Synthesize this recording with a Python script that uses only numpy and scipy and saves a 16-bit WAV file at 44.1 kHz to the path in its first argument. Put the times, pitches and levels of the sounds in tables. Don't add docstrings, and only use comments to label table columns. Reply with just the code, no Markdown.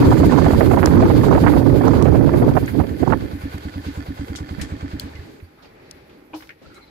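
import sys
import numpy as np
from scipy import signal
from scipy.fft import rfft, irfft, next_fast_len
from scipy.io import wavfile
from scipy.ndimage import uniform_filter1d, minimum_filter1d

SR = 44100
rng = np.random.default_rng(int(sys.argv[2]) if len(sys.argv) > 2 else 0)


def put_to_file(sound):
    columns = np.atleast_2d(sound).T
    safe = np.clip(columns, -1, 1)
    whole_steps = np.round(safe * 32767)
    wavfile.write(sys.argv[1], SR, whole_steps.astype(np.int16))


N = 304284

FIRST_PUFF_S, STANDS_S, SWITCH_OFF_S, CRANK_RESTS_S = .01, 3.3, 5.0, 5.42
PUFF_DB, PUFF_SCATTER_DB = (-19, -11), (0.3, 9)
TICK_DB, GASP_DB, CLATTER_DB = (-43, -35), (-32.5, -26), (-51, -37)
KNOCKS_DB = 4, -3
LAST_PUFF_DB, COASTING_DB, CLATTER_FADE_DB_S = -5, -10, 139

THUMP_HZ, THUMP_DECAY_S, THUMP_TAIL_DB = 81, 0.025, -17
BARK_HZ, BARK_RISE_HZ_S, BARK_DB, BARK_DECAY_S = 135, 6000, -5, .012
ECHO_S, ECHO_DB, ECHO_HZ = .034, -6, 78
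RING_HZ, RING_SWELL_S = 280, 0.0036
TICK_HZ, TICK_LAG_S = 1767, 0.0272

TEAR_DB, TEAR_PER_DB, LEE_TEAR_DB = -12, 1.28, -15
BUFFET_S, EDGE_S, BUFFET_PORT_DB = 0.017, 0.0075, 6.5
SMALL_BUFFETS_PER_S, SMALL_BUFFET_DB, SMALL_BUFFET_HZ = 18, -6.5, 766
CRACKS_PER_S, CRACK_DB, CRACK_HZ = 90, -15.5, 1020

KNOCK_S, KNOCK_DB = 6.333, -24
CLEAR_TONE_DB = -11
PORT_LAG = 20
CEILING = .89
TOP_HZ = 15650


def undb(db):
    return 10 ** (np.asarray(db) / 20)


def curve(table):
    s, *columns = np.transpose(table)
    return [np.interp(np.arange(N) / SR, s, c) for c in columns]


def add(out, s, sound):
    i = max(int(s * SR), 0)
    out[..., i:i + sound.shape[-1]] += sound[..., :N - i]


def walk(rate):
    k = int(SR / rate)
    steps = np.repeat(rng.standard_normal(N // k + 1), k)
    return 1.085 * uniform_filter1d(uniform_filter1d(steps, k), k)[:N]


def coloured(points, flicker_db, rate, shared=0):
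    size = next_fast_len(N)
    octaves = np.log2(np.maximum(np.fft.rfftfreq(size, 1 / SR), 1))
    f, db = np.transpose(points)
    whole = rfft(rng.standard_normal(size)) * undb(np.interp(octaves, np.log2(f), db, -120, -120))
    out = np.zeros(N)
    for octave in range(round(np.log2(f[1])), round(np.log2(f[-2])) + 1):
        band = np.cos(np.pi / 2 * np.clip(octaves - octave, -1, 1)) ** 2
        out += irfft(whole * band, size)[:N] * undb(flicker_db * walk(rate))
    out *= undb(shared)
    return out / np.sqrt(np.mean(out ** 2))


def burst(hz, width_hz, envelope, noise):
    edges = [max(hz - width_hz / 2, 50), min(hz + width_hz / 2, .45 * SR)]
    band = signal.sosfilt(signal.butter(2, edges, "bandpass", fs=SR, output="sos"), noise)
    shaped = envelope * band
    wanted = np.sum((envelope + 0 * band) ** 2, axis=-1, keepdims=True)
    present = np.sum(shaped ** 2, axis=-1, keepdims=True) + 1e-18
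    return shaped * np.sqrt(wanted / present) / 2


def rung(x, modes):
    out = 0
    for hz, db, t60 in modes:
        pole = np.exp(2j * np.pi * hz / SR - np.log(1000) / (t60 * SR))
        out = out + undb(db) * signal.lfilter([1], [1, -pole], x).imag
    return out / out.std()


def ports(x, left_db=-2.5):
    return np.array([undb(left_db) * np.roll(x, PORT_LAG), x])


def by_speed(pair, s):
    return pair[0] + (pair[1] - pair[0]) * np.clip(1 - s / STANDS_S, 0, 1)


def firings():
    # time_s, rate [firings per s]
    engine_speed = [(.01, 15.85), (.71, 14.36), (1.41, 11.95), (2.31, 9.0), (2.81, 9.99), (3.16, 9.32),
                    (3.41, 9.64), (3.56, 9.1), (3.73, 9.53), (4.01, 8.98), (4.51, 9.74), (4.71, 9.24),
                    (5.06, 9.7)]
    t = np.arange(N) / SR
    turns = np.cumsum(curve(engine_speed)[0]) / SR
    turns = turns - turns[int(FIRST_PUFF_S * SR)]
    puffs = np.arange(np.ceil(turns[int(SWITCH_OFF_S * SR)]) + 1)
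    return turns, np.interp(puffs, turns, t)


def exhaust():
    # trough_s, level_db
    run_out = [(5.152, -27), (5.192, -22), (5.256, -55), (5.428, -27)]
    # delay_s, level_db (relative to the puff)
    pipe_returns = [(.0012, -11), (.0147, -4.5), (.0259, -19), (.0362, -11.5), (.0490, -17)]
    out, t = np.zeros(N), np.arange(6000) / SR
    times = firings()[1]
    chances, noises = rng.standard_normal((len(times), 10)), rng.standard_normal((len(times), 2, len(t)))
    for s, chance, noise in zip(times, chances, noises):
        db = by_speed(PUFF_DB, s) + by_speed(PUFF_SCATTER_DB, s) * np.tanh(chance[9])
        db += LAST_PUFF_DB * (s > SWITCH_OFF_S)
        start = s - 0.29 / THUMP_HZ
        thump_hz = THUMP_HZ * (1 + .015 * chance[0])
        thump = np.sin(2 * np.pi * thump_hz * t) * np.exp(-t / THUMP_DECAY_S)
        bark_cycles = (BARK_HZ * (1 + 0.07 * chance[8]) + BARK_RISE_HZ_S * t / 2) * t
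        bark = np.sin(2 * np.pi * bark_cycles) * np.exp(-t / BARK_DECAY_S)
        add(out, start, -undb(db) * np.minimum(t / 0.00098, 1) * (thump + undb(BARK_DB) * bark))
        add(out, s - .009, undb(db - 12) * np.hanning(330))
        echo = np.sin(2 * np.pi * ECHO_HZ * t) * np.exp(-t / THUMP_DECAY_S) * np.minimum(t / .002, 1)
        add(out, start + ECHO_S - .003, -undb(db + ECHO_DB + chance[3]) * echo)

        swell = (t / RING_SWELL_S) ** 2 * np.exp(2 - t / RING_SWELL_S) / 4
        ring = swell * np.sin(2 * np.pi * RING_HZ * (1 + 0.015 * chance[1]) * t)
        for k, (delay, gain_db) in enumerate(pipe_returns):
            return_s = start + delay + .0002 * chance[6 - k]
            add(out, return_s, undb(db + gain_db + 1.8 * chance[2 + k]) * ring)

        add(out, start, undb(db - 17) * burst(125, 80, t / .025 * np.exp(1 - t / .025), noise[0]))
        add(out, start, undb(db - 26) * burst(430, 260, t / .02 * np.exp(1 - t / .02), noise[0, ::-1]))
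        tail = burst(84, 54, (t / 0.06) ** 2 * np.exp(2 - t / 0.03), noise[1])
        add(out, start, undb(db + THUMP_TAIL_DB) * tail)
        gasp = burst(715, 1030, t / 0.017 * np.exp(1 - t / 0.016), noise[1])
        add(out, s - .035, undb(by_speed(GASP_DB, s)) * gasp)
        tick = np.sin(2 * np.pi * TICK_HZ * (1 + 0.0085 * chance[6]) * t)
        tick *= (t / 0.0025) * np.exp(1 - t / 0.0031)
        add(out, s + TICK_LAG_S, undb(by_speed(TICK_DB, s) + 3 * chance[7]) * tick)
    for s, db in run_out:
        stroke = np.sin(2 * np.pi * 85 * t) * np.exp(-t / 0.021) * np.minimum(t / 0.0013, 1)
        add(out, s - 0.26 / 85, -undb(db) * stroke)
    return ports(out)


def clatter():
    # (relative, per Hz)
    hiss_colour = [(260, -40), (450, 4), (596, -25), (691, -14), (801, -4.5), (1180, -7.5), (1350, -25),
                   (1470, 1.5), (1920, -12), (2070, -5.5), (2780, -12), (4200, -11.5), (4450, -12.5),
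                   (4620, -8.5), (4800, -15), (5050, -13.5), (5400, -21), (7000, -18), (9000, -25),
                   (13900, -63), (15500, -42)]
    # mode_hz, level_db (relative), t60_s
    fin_modes = [(800, -6, .025), (1480, 0, .02), (1770, -1, .02), (2050, 0, .022), (2400, -7, .012),
                 (3230, -4, .025), (4300, -9, .015), (4650, -8, .02)]
    t, (turns, times) = np.arange(N) / SR, firings()
    turns = np.minimum(turns, len(times) - 1)
    swell_db = 3.2 * np.cos(2 * np.pi * (turns - .85)) + 2.0 * walk(9.6)
    direct, left, right = (coloured(hiss_colour, 3.5, 30, swell_db) for _ in range(3))
    blows = (rng.random(N) < 90 / SR) * undb(2.2 * rng.exponential(size=N)) * rng.choice([-1, 1], N)
    blows *= undb(9.5 * np.cos(2 * np.pi * (turns - .35)))
    seats = np.maximum((times - .022) * SR, 0).astype(int)
    blows[seats] = undb(12.0 + 3.1 * rng.standard_normal(len(times)))
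    direct += undb(by_speed(KNOCKS_DB, t)) * rung(blows, fin_modes)
    coasting = np.clip((t - SWITCH_OFF_S) / (CRANK_RESTS_S - SWITCH_OFF_S), 0, 1) ** .5
    level_db = by_speed(CLATTER_DB, t) + COASTING_DB * coasting
    level_db -= CLATTER_FADE_DB_S * np.maximum(t - CRANK_RESTS_S + 0.036, 0)
    return undb(level_db) * (ports(direct, -17.5) + undb(3.5) * np.array([left, right]))


def wind():
    # time_s, right_db, left_db
    port_wind = [(0, -10, -7), (.35, -5.5, -23.5), (2.4, -7.5, -19.5), (2.49, -10.5, -25), (2.54, -15, -24),
                 (2.572, -2.5, -30), (2.595, -24.5, -25), (2.63, -9.5, -29), (2.665, -22.5, -31),
                 (2.72, -24, -27), (2.75, -10, -37), (2.775, -14, -36), (2.81, -5.5, -35),
                 (2.856, -19, -44), (2.92, -21, -43), (2.955, -29, -39), (3.01, -17.5, -28.5),
                 (3.032, -4, -43), (3.058, -20.5, -42), (3.075, -7, -42), (3.11, -13.5, -46),
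                 (3.132, -7, -48), (3.19, -28, -30), (3.23, -17.5, -30), (3.27, -25.5, -45),
                 (3.35, -31, -37)]
    # (relative, per Hz)
    rumble_colour = [(12, -78), (20, -8.5), (80, -1.5), (128, 2), (195, -6), (226, -4), (270, 1),
                     (392, -7.5), (568, -15.5), (700, -27.5), (910, -29), (1540, -120)]
    tear_colour = [(240, -28), (400, 1.5), (686, -8), (951, -4.5), (1400, -14), (1910, -30), (2260, -44),
                   (2740, -50), (5000, -41), (6500, -39), (11000, -120)]
    # centre_s, rise_db, length_s
    lee_gusts = [(0.157, -7, 0.062), (1.075, 12.5, 0.13), (1.358, 13.5, 0.044), (1.564, 6, 0.069),
                 (1.727, 7, .06), (2.12, 0, 0.053), (2.424, 8.5, 0.026)]
    # start_s, level_db (relative), body_hz, body_db (added to level_db)
    sharp_buffets = [(0.1161, -14, 780, 7), (0.1426, -21, 830, -6), (0.2004, -27.5, 980, 1.5),
                     (0.2304, -6, 650, -5), (0.3222, -16, 540, 6), (0.4145, -26.5, 598, 8.5),
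                     (0.4589, -3.5, 607, -6), (0.5072, -14, 543, -3.5), (0.6075, 2, 506, -9),
                     (0.6244, -24, 522, 9.5), (0.7108, -1, 501, -7.5), (0.7344, -5, 580, -5),
                     (0.7715, -7, 620, -1), (0.852, -24, 552, -6), (0.8764, -22, 545, 1.5),
                     (0.9314, -22, 565, -4), (1.0231, -6.5, 530, 0), (1.0889, -29, 501, 4),
                     (1.1019, -22, 600, 11.5), (1.1657, -28, 606, -6), (1.2346, -14, 845, 0.5),
                     (1.2594, -8, 530, -7), (1.3084, -20, 595, 5), (1.3264, -13.5, 636, 2),
                     (1.3494, -3, 501, -8), (1.3744, -14.5, 755, 2.5), (1.3982, -17, 608, -10),
                     (1.4386, -9.5, 956, -3.5), (1.4646, -3, 1000, -5), (1.4794, 2, 510, -20),
                     (1.5194, -10, 550, -7), (1.5354, -3, 560, -14.5), (1.5644, -13.5, 624, 1),
                     (1.6172, -22, 565, 0), (1.6666, -23.5, 500, 6.5), (1.7434, -17.5, 552, 3),
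                     (1.7654, -32, 501, -1), (1.8098, -21, 676, 3), (1.836, -12, 773, -2),
                     (1.866, -5, 620, 0), (1.9086, -28, 990, 0), (1.934, -12, 600, -2),
                     (2.0542, -6.5, 525, -5.5), (2.0744, -11, 506, -5), (2.1484, -8, 560, -2),
                     (2.2094, -24, 640, 4), (2.2722, -26, 501, 10), (2.3366, -13.5, 560, -1),
                     (2.382, -30, 630, 1), (2.4219, -25, 503, 10), (2.4798, -26, 581, 11.5),
                     (2.5144, -27.5, 497, 6), (2.5656, -3, 650, -3), (2.6244, -42, 552, 5),
                     (2.7457, -35, 519, 7.5), (2.7985, -28.5, 570, 11.5), (2.8374, -22.5, 520, -0.5),
                     (2.8694, -40, 528, 2), (2.9094, -38, 565, 2), (3.0285, -18, 530, 2),
                     (3.0639, -18, 556, -1.5), (3.1018, -27, 644, 6.5), (3.1238, -6, 910, -5)]
    right_db, left_db = curve(port_wind)
    for s, db, length in lee_gusts:
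        left_db = left_db + db * np.exp(-((np.arange(N) / SR - s) / length * 2) ** 2)
    tear_db = right_db + TEAR_DB + TEAR_PER_DB * (right_db - right_db.max()) + 4.0 * walk(10.42)
    eddy_db = 2.54 * walk(45.02)
    right = coloured(rumble_colour, 0.82, 25.15, eddy_db) * undb(right_db)
    right = signal.sosfilt(signal.butter(1, 50, "highpass", fs=SR, output="sos"), right)
    right += coloured(tear_colour, 1.9, 60, 2.22 * eddy_db + 7.8 * walk(180)) * undb(tear_db)

    t, crackle = np.arange(3000) / SR, undb(2.5 * walk(200))
    buffets = np.zeros(N)
    noises = rng.standard_normal((len(sharp_buffets), 3, len(t)))
    for (s, db, hz, body_db), noise in zip(sharp_buffets, noises):
        length = BUFFET_S * 1.05 ** noise[2, 0]
        attack = np.sin(np.pi / 2 * np.minimum(t / 0.0022, 1)) ** 2
        body = burst(hz, 0.62 * hz, attack * np.exp(-(t / max(length, .003)) ** 4), noise[0])
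        add(buffets, s - .002, undb(db + body_db + BUFFET_PORT_DB) * body)
        edge = burst(1084, 1180, np.minimum(t / 0.00076, 1) * np.exp(-t / EDGE_S), noise[1])
        add(buffets, s, undb(db + BUFFET_PORT_DB - 12) * edge)

    small_db = tear_db - TEAR_DB
    starts = (rng.random(N) < SMALL_BUFFETS_PER_S / SR) * undb(1.7 * rng.standard_normal(N))
    swells = signal.fftconvolve(starts, np.hanning(int(BUFFET_S * SR)))[:N]
    small = burst(SMALL_BUFFET_HZ, 730, swells, rng.standard_normal(N))
    buffets += undb(small_db + SMALL_BUFFET_DB) * small
    cracks = (rng.random(N) < CRACKS_PER_S / SR) * undb(2.6 * rng.exponential(size=N)) * rng.choice([-1, 1], N)
    buffets += undb(small_db + CRACK_DB) * burst(CRACK_HZ, 1260, 0.7, cracks)
    buffets = signal.sosfilt(signal.butter(4, 2600, fs=SR, output="sos"), crackle * buffets)

    gust_db = 5.5 * walk(29.74)
    left = coloured(rumble_colour, 0.8, 25.3, gust_db) * undb(left_db)
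    left += coloured(tear_colour, 7.7, 40.9, gust_db) * undb(left_db + LEE_TEAR_DB)
    still = np.clip((3.4 - np.arange(N) / SR) / 0.082, 0, 1)
    return still * np.array([left, right + buffets])


def rush():
    # time_s, level_db
    air_hiss = [(0, -45.5), (1.2, -48.5), (1.7, -50), (2.5, -50.5), (3.5, -59.5), (4.2, -61), (5.3, -67.5),
                (5.45, -71), (6.9, -72)]
    running = np.arange(N) / SR < SWITCH_OFF_S
    pulse_db = 2.5 * np.cos(2 * np.pi * (firings()[0] - .85)) * running
    flicker = undb(1.5 * walk(9) + 2.2 * walk(40) + pulse_db)
    hiss = 2 * burst(12000, 4000, flicker, rng.standard_normal((2, N)))
    return undb(curve(air_hiss)[0] + np.array([[-1.5], [1.5]])) * hiss


def scuffs_and_knock():
    # start_s, level_db, centre_hz, width_hz, decay_s, pan_db (left minus right)
    short_bursts = [(0.8594, -11.5, 5100, 4300, 0.00078, 23.5), (2.025, -24, 5000, 6000, 0.0016, 17),
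                    (2.660, -32, 7000, 2000, 0.0017, 10), (2.678, -17.5, 1830, 700, 0.0057, -1),
                    (2.688, -25.5, 1810, 700, 0.0083, 0), (2.835, -45, 1890, 800, 0.0057, -8),
                    (4.357, -25.5, 5200, 4400, 0.018, 5), (4.595, -29, 1960, 500, 0.031, -3),
                    (4.612, -23, 4500, 6500, 0.018, 3), (4.997, -17, 4500, 700, 0.0022, 9),
                    (4.998, -24, 3200, 500, 0.003, 5), (4.997, -17, 10000, 8000, 0.0014, -1),
                    (5.004, -35, 5000, 8000, 0.014, -6), (5.134, -41, 1800, 200, .01, -6),
                    (5.150, -40, 2050, 120, 0.03, -10), (5.151, -39, 2300, 500, .004, -6),
                    (5.158, -38, 2750, 500, .005, -6), (5.153, -40, 4900, 1400, .004, 0),
                    (5.192, -38, 1780, 200, .008, -6), (5.400, -43, 2070, 1200, 0.0064, -15),
                    (5.58, -45, 1390, 604, 0.052, -1), (5.622, -45.5, 3860, 2190, 0.038, -4),
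                    (5.44, -53, 4550, 300, .015, 0), (5.645, -44, 2400, 900, .02, 0),
                    (5.655, -47, 4700, 700, .012, 0), (5.85, -55, 4400, 1400, .06, 0),
                    (5.911, -27, 7000, 7000, 0.0022, 6.5), (5.911, -27, 5000, 2200, .002, 6),
                    (5.911, -46, 1700, 2000, .002, 0), (6.094, -45, 2200, 2030, 0.021, 1),
                    (6.335, -36, 2700, 900, 0.02, 2), (6.355, -47, 12500, 6000, 0.069, -11),
                    (6.405, -38, 1700, 1600, 0.0075, 12), (6.422, -33.5, 1710, 1600, 0.014, -2),
                    (6.473, -38, 2500, 4000, 0.002, 0), (6.492, -38, 3800, 2000, 0.0026, .5),
                    (6.492, -25, 1930, 700, 0.0045, 3), (6.492, -30, 2100, 1800, .002, 0),
                    (6.502, -30, 2050, 800, .012, 3), (6.336, -26.5, 726, 600, 0.024, 2),
                    (4.579, -23.5, 128, 134, 0.046, -19.5), (5.239, -35.5, 338, 198, 0.17, -2),
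                    (6.614, -37, 380, 350, 0.04, 1), (6.665, -40, 400, 400, .02, 0),
                    (6.654, -39, 90, 70, 0.024, 12), (5.626, -39, 495, 700, 0.048, -3),
                    (6.615, -48.5, 2210, 3500, 0.11, -2), (6.661, -52, 4300, 900, 0.044, -10),
                    (3.848, -35.5, 2780, 3000, 0.07, -4), (6.34, -40.5, 4600, 2500, 0.072, 0),
                    (6.741, -46, 5700, 8000, 0.032, 1), (6.779, -34, 1350, 600, 0.004, 0),
                    (6.776, -37, 380, 250, 0.013, -2), (6.302, -40, 400, 404, .008, -5),
                    (3.582, -34, 7000, 9000, 0.0014, 8)]
    # mode_hz, level_db (relative), t60_s
    panel_modes = [(312, .5, .3), (571, -10, .07), (818, -4, .06), (950, -5, .05), (1500, -15, .05),
                   (2460, -9, .04), (2900, -14, .06)]
    out, t = np.zeros((2, N)), np.arange(9000) / SR
    noises = rng.standard_normal((len(short_bursts), 2, len(t)))
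    for (s, db, hz, width_hz, decay, pan_db), noise in zip(short_bursts, noises):
        envelope = np.exp(-t / max(decay, 3e-4)) * np.minimum(t / max(0.12 * decay, 1e-4), 1)
        port_db = db + np.array([[pan_db], [-pan_db]]) / 2
        add(out, s, undb(port_db) * burst(hz, width_hz, envelope, noise))
    ring = np.zeros(len(t))
    for hz, db, t60 in panel_modes:
        attack = np.minimum(t * hz / 3, 1)
        ring += undb(db) * np.sin(2 * np.pi * hz * t) * attack * 1000. ** (-t / t60)
    for lag, db in ((0, -4), (.0096, -7)):
        add(out, KNOCK_S + lag, undb(KNOCK_DB + db) * ring * np.exp(-(t / .055) ** 2))
    return out


def blurred_tones():
    # start_s, length_s, pitch_hz, width_hz, level_db
    faint_tones = [(6.64, .035, 1380, 150, -45), (6.685, .07, 1400, 200, -45), (6.745, .07, 1350, 200, -44),
                   (6.745, .05, 4020, 200, -47), (6.800, .065, 4100, 250, -48),
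                   (6.865, .035, 4000, 250, -51), (6.735, .06, 2170, 150, -52),
                   (6.805, .06, 2150, 200, -52), (6.66, .22, 2200, 500, -52), (6.68, .2, 1400, 400, -51),
                   (6.74, .16, 830, 120, -52)]
    out = np.zeros((2, N))
    noises = rng.standard_normal((len(faint_tones), 2, 12000))
    for (s, length, hz, width_hz, db), noise in zip(faint_tones, noises):
        n = int(length * SR)
        swell = np.hanning(n)
        breath = burst(hz, width_hz, swell, noise[:, :n])
        clear_tone = swell * np.sin(2 * np.pi * hz * np.arange(n) / SR)
        add(out, s, undb(db) * (breath + undb(CLEAR_TONE_DB) * clear_tone))
    return out


def country():
    # time_s, level_db
    country_level = [(3.3, -42), (3.5, -39.5), (4.4, -43.5), (5.23, -42), (5.35, -49.5), (5.52, -49),
                     (5.66, -47), (5.8, -47), (5.98, -46.5), (6.05, -50), (6.14, -46.5), (6.28, -49.5),
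                     (6.43, -48.5), (6.57, -52), (6.66, -47), (6.9, -47.5)]
    # (relative, per Hz)
    country_colour = [(18, -55), (34, -2.5), (193, -3.5), (233, -6), (266, 1), (430, -3), (665, -9.5),
                      (740, -16), (803, -5), (894, -13), (1140, -15), (1530, -14), (2450, -15.5),
                      (2800, -22), (4600, -22.5), (5560, -29), (6540, -34), (8110, -37.5), (15500, -81)]
    swell_db = 1.1 * walk(7)
    common, left, right = (coloured(country_colour, 2.45, 10, swell_db) for _ in range(3))
    bass = signal.sosfilt(signal.butter(2, 600, fs=SR, output="sos"), common)
    treble = signal.sosfilt(signal.butter(2, 600, "highpass", fs=SR, output="sos"), [left, right])
    return undb(curve(country_level)[0]) * (ports(bass, -.3) + undb(-1.5) * treble)


def scene():
    return exhaust() + clatter() + wind() + rush() + scuffs_and_knock() + blurred_tones() + country()


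def record(dry):
    x = signal.sosfilt(signal.butter(2, 38, "highpass", fs=SR, output="sos"), dry)
    need = np.minimum(CEILING / (np.abs(x) + 1e-9), 1)
    gain = uniform_filter1d(minimum_filter1d(need, size=177), size=177)
    opening = np.minimum(np.arange(N) / 64, 1)
    top_cut = signal.ellip(10, .2, 50, TOP_HZ, fs=SR, output="sos")
    return signal.sosfilt(top_cut, x * gain * opening)


dry = scene()
out = record(dry)
put_to_file(out)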